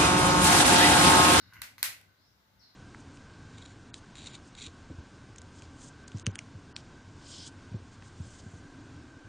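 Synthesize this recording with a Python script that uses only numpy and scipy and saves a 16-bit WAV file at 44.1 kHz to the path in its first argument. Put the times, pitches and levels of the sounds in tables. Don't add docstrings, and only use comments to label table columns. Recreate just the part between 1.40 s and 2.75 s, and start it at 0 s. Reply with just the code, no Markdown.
import sys
import numpy as np
from scipy import signal
from scipy.fft import rfft, irfft, next_fast_len
from scipy.io import wavfile
from scipy.ndimage import uniform_filter1d, map_coordinates

SR = 44100
rng = np.random.default_rng(int(sys.argv[2]) if len(sys.argv) > 2 else 0)


def elevation(decibels):
    levels = np.asarray(decibels, float)
    return 10 ** (levels / 20)


def unload_audio(sound):
    columns = np.transpose(np.atleast_2d(sound))
    steps = np.round(np.clip(columns, -1, 1) * 32767)
    wavfile.write(sys.argv[1], SR, steps.astype(np.int16))


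N = 59535
T = np.arange(N) / SR
# (frequency [Hz], time to fall by 60 dB [s])
ROOM_RING = [(200, 1), (1000, 0.3), (2000, 0.35), (4500, 0.3), (8000, 0.28), (14000, 0.25)]


def unit(x):
    return x / np.sqrt(np.mean(x ** 2) + 1e-20)


def along(points, hz):
    f, v = np.transpose(points)
    return np.interp(np.log(hz + 1), np.log(f + 1), v)


def filtered(x, response):
    m = next_fast_len(x.shape[-1] + SR // 4)
    spectrum = rfft(x, m) * response(np.fft.rfftfreq(m, 1 / SR))
    return irfft(spectrum, m)[..., :x.shape[-1]]


def resonances(modes):
    def response(f):
        total = 0
        for k, (centre, width, db) in enumerate(modes):
            damping = 1j * f * width
            total = total + (-1) ** k * elevation(db) * damping / (centre ** 2 - f ** 2 + damping)
        return total
    return response


def grains(count, per_s, spread_db):
    size = elevation(spread_db * rng.exponential(size=(count, N)))
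    return (rng.random((count, N)) < per_s / SR) * size * rng.choice([-1, 1], (count, N))


def room(x, t60s):
    # (frequency [Hz], relative level [dB])
    colour = [(100, -10), (700, -4), (2000, 1.5), (4500, 1), (8000, 5), (14000, 0.5)]
    wall_s, build_s = 0.0023, 0.0069
    hz, t, z = signal.stft(rng.standard_normal((2, SR // 2)), SR, nperseg=256)
    fall_db = 60 * t / along(t60s, hz)[:, None]
    tail = signal.istft(z * elevation(along(colour, hz)[:, None] - fall_db), SR, nperseg=256)[1]
    t = np.arange(tail.shape[1]) / SR
    tail = tail * (1 - np.exp(-np.clip(t - wall_s, 0, None) / build_s))
    return signal.fftconvolve(x[None], tail / np.linalg.norm(tail[0]), axes=1)[:, :N]


def table_echoes(f):
    # (delay [s], level [dB])
    echoes = [(.0024, -17), (.005, -13.5), (.0095, -16), (.015, -21.5)]
    shade_hz = 3500
    copies = sum(elevation(db) * np.exp(-2j * np.pi * f * delay) for delay, db in echoes)
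    return 1 + copies / (1 + 1j * f / shade_hz) ** 2


def clicks():
    # (time [s], level [dB], rattle length [s], brightness [dB per octave])
    contacts = [(0.1348, -53.5, 0.0014, -1), (.2170, -33.5, 0.0029, -0.5), (0.381, -42, .001, -3),
                (0.4286, -13.5, .0005, 1.5), (0.458, -37.5, .002, -1), (.612, -58, 0.0027, -2.5)]
    # (centre [Hz], width [Hz], relative level [dB])
    barrel = [(1001, 251, -0.5), (1512, 120, 3.5), (2074, 250, 4), (2520, 300, -1), (3340, 560, -4),
              (4320, 470, -0.5), (5200, 150, -5), (6030, 310, -6.5), (7800, 800, -9.5), (10040, 1600, -9),
              (11550, 700, -6.5), (13500, 1300, -8.5), (14900, 1200, -10.5)]
    rise_s, t60_s = 0.00025, 0.0063
    alike = 0.34
    rattle_above_hz = 2500
    first_blow, port_lag_s = 3.1, 0.00014
    push_db, push_hz, push_left_db = -24.5, 719, 19
    room_db = -0.5
    blur = 1.8
    blurred = [(hz, blur * width, db) for hz, width, db in barrel]

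    out = np.zeros((2, N))
    t = np.arange(SR // 20) / SR
    push = -np.sin(2 * np.pi * push_hz * t) * np.exp(-4 * t * push_hz)
    push = push * elevation(push_db + push_left_db * np.array([[.5], [-.5]]))
    blow_s = rise_s + port_lag_s * np.array([[0], [1]])
    blow = np.arange(len(t)) == np.round(blow_s * SR)

    for s, db, length, tilt_db in contacts:
        start = round(s * SR)

        def tilt(f):
            return (1j * f / 4000 + 0.001023) ** (tilt_db / np.log2(64))

        def all_round(f):
            power = sum(abs(resonances([mode])(f)) ** 2 for mode in blurred)
            return np.sqrt(power) * abs(tilt(f))

        shape = (1 - np.exp(-t / rise_s)) * elevation(-60 * np.clip(t - length, 0, None) / t60_s)
        shared, *own = rng.choice([-1, 1], (3, len(t)))
        rattle = shape * (np.sqrt(alike) * shared + np.sqrt(1 - alike) * np.array(own))
        rattle = filtered(rattle, lambda f: 1j * f / (rattle_above_hz + 1j * f))
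        ring = filtered(rattle + first_blow * blow, lambda f: resonances(barrel)(f) * tilt(f))
        ring = ring / np.linalg.norm(ring, axis=1)[:, None] * np.linalg.norm(shape)
        ring = filtered(ring, table_echoes)
        out[:, start:start + len(t)] += elevation(db) * (ring + push)

        spread = filtered(np.arange(N) == start, all_round)
        spread = spread * np.linalg.norm(shape) / np.linalg.norm(spread)
        out += elevation(db + room_db) * room(spread, ROOM_RING)
    return out


def scrape():
    # (time [s], level [dB])
    rubbing = [(0, -67.5), (.118, -65.5), (.127, -56), (.15, -57.5), (.165, -52.5), (.19, -63.5),
               (.22, -63.5), (.33, -75), (.36, -87), (.42, -75.5), (.7, -75), (.8, -82), (1.15, -82.5),
               (1.21, -75.5), (1.32, -74), (1.35, -91)]
    # (centre [Hz], width [Hz], relative level [dB])
    creak_modes = [(1020, 150, -13), (1510, 77.4, -1.5), (2070, 117, -7.5), (2850, 200, -16.5)]
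    slips = grains(count=1, per_s=630, spread_db=1.5)[0]
    rub = unit(filtered(slips, resonances(creak_modes))) * elevation(np.interp(T, *np.transpose(rubbing)))
    return (rub + room(rub, ROOM_RING)) / np.sqrt(2)


def spring():
    # (time [s], level [dB])
    drags = [(.13, -79), (.14, -60), (.17, -68), (.2, -70), (.378, -97), (.388, -56.5), (.396, -57),
             (.405, -62.5), (.411, -60.5), (.418, -64), (.427, -62.5), (.429, -89.5)]
    # (centre [Hz], width [Hz], relative level [dB])
    coil = [(2180, 500, 0), (2680, 540, -5), (4200, 900, -3), (6700, 900, -5.5), (11650, 1340, -5),
            (13900, 1870, -8.5)]
    rustle = filtered(grains(count=2, per_s=4000, spread_db=2), resonances(coil))
    return unit(rustle) * elevation(np.interp(T, *np.transpose(drags)))


def bird():
    # (time [s], length [s], from [Hz], to [Hz], level [dB])
    chirps = [(.0, .025, 5500, 3737, -65), (0.765, 0.13, 3604, 5595, -78.5),
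              (1.192, .075, 5810, 3940, -66.5)]
    bend = 2.9
    warble_hz = 251.5
    rise, fall = 0.044, 0.35
    balance_db = 5
    room_db, t60_s = 10, 0.6
    song = np.zeros(N)
    for s, length, from_hz, to_hz, db in chirps:
        u = np.clip((T - s) / length, 0, 1)
        glide = (1 - np.exp(-bend * u)) / (1 - np.exp(-bend))
        warble = unit(uniform_filter1d(rng.standard_normal(N), size=40))
        hz = from_hz + (to_hz - from_hz) * glide + warble_hz * warble
        swell = np.clip(np.minimum(u / rise, (1 - u) / fall), 0, 1) * (u < 1)
        song += elevation(db) * swell * np.sin(2 * np.pi * np.cumsum(hz) / SR)
    direct = song * elevation(balance_db * np.array([[1], [-1]]))
    return direct + elevation(room_db) * room(song, [(4000, t60_s)])


def whine():
    # (time [s], length [s], frequency [Hz], level [dB])
    tones = [(0.913, 0.44, 883, -79.5)]
    out = np.zeros(N)
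    for s, length, hz, db in tones:
        swell = np.sin(np.pi * np.clip((T - s) / length, 0, 1)) ** .5
        out += elevation(db) * swell * np.sin(2 * np.pi * hz * T)
    return out


def rush(spectrum):
    # (frequency [Hz], correlation [-1 to 1])
    likeness = [(40, 1), (130, 0.93), (290, 0.715), (640, 0.23), (1400, -0.18), (5000, 0.025),
                (15000, -0.11)]
    # (frequency [Hz], left over right [dB])
    balance = [(60, 7), (180, 2), (550, 0.5), (1650, 1.0), (4970, 3), (15000, 0.5)]

    def mid_and_side(hz):
        angle = np.arccos(np.clip(along(likeness, hz), -1, 1)) / 2
        return elevation(along(spectrum, hz)) * [np.cos(angle), np.sin(angle)]

    mid, side = filtered(rng.standard_normal((2, N)), mid_and_side)
    pair = np.array([mid + side, mid - side])
    pair = filtered(pair, lambda hz: elevation(along(balance, hz) * [[.5], [-.5]]))
    return pair / np.std(pair.mean(0))


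def traffic():
    # (frequency [Hz], relative level per Hz [dB])
    colour = [(12, -61), (25, -32), (45, -17), (62, -1), (78, -8), (98, 4), (135, -8.5), (172, -5),
              (226, -8), (300, -11.5), (400, -19), (580, -48), (990, -120)]
    # (time [s], level [dB])
    strength = [(0.0, -68), (0.026, -66.5), (0.09, -66.5), (0.116, -76.5), (0.156, -64), (0.382, -68),
                (0.436, -63), (0.596, -70.5), (0.608, -71.5), (0.714, -65.5), (0.762, -79.5), (0.796, -68),
                (0.856, -77), (0.894, -68.5), (1.048, -73), (1.202, -68), (1.322, -73), (1.35, -72.5)]
    throb_db, throbs_per_s = 1.76, 18
    knots = rng.standard_normal(int(N * throbs_per_s / SR) + 4)
    throb = map_coordinates(knots, [T * throbs_per_s])
    return elevation(np.interp(T, *np.transpose(strength)) + throb_db * throb) * rush(colour)


def hiss():
    # (frequency [Hz], relative level per Hz [dB])
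    colour = [(210, -37.5), (350, -13), (523, -9), (620, -9.5), (900, -9.5), (1500, -9), (2600, -17.5),
              (4000, -13), (6000, -19.5), (7500, -24), (9000, -29.5), (10500, -26.5), (12500, -25.5),
              (15000, -22)]
    return elevation(-73.5) * rush(colour)


def scene():
    return clicks() + scrape() + spring() + bird() + whine() + traffic() + hiss()


def low_pass(x):
    return signal.sosfilt(signal.butter(12, 16530, fs=SR, output="sos"), x)


def record(dry):
    # (frequency [Hz], level [dB])
    treble = [(7000, 0.5), (8900, -1), (10500, 2), (15350, 2), (15700, -18.5), (17000, -26)]
    mix = filtered(dry, lambda hz: elevation(along(treble, hz)))
    return low_pass(mix)


dry = scene()
out = record(dry)
unload_audio(out)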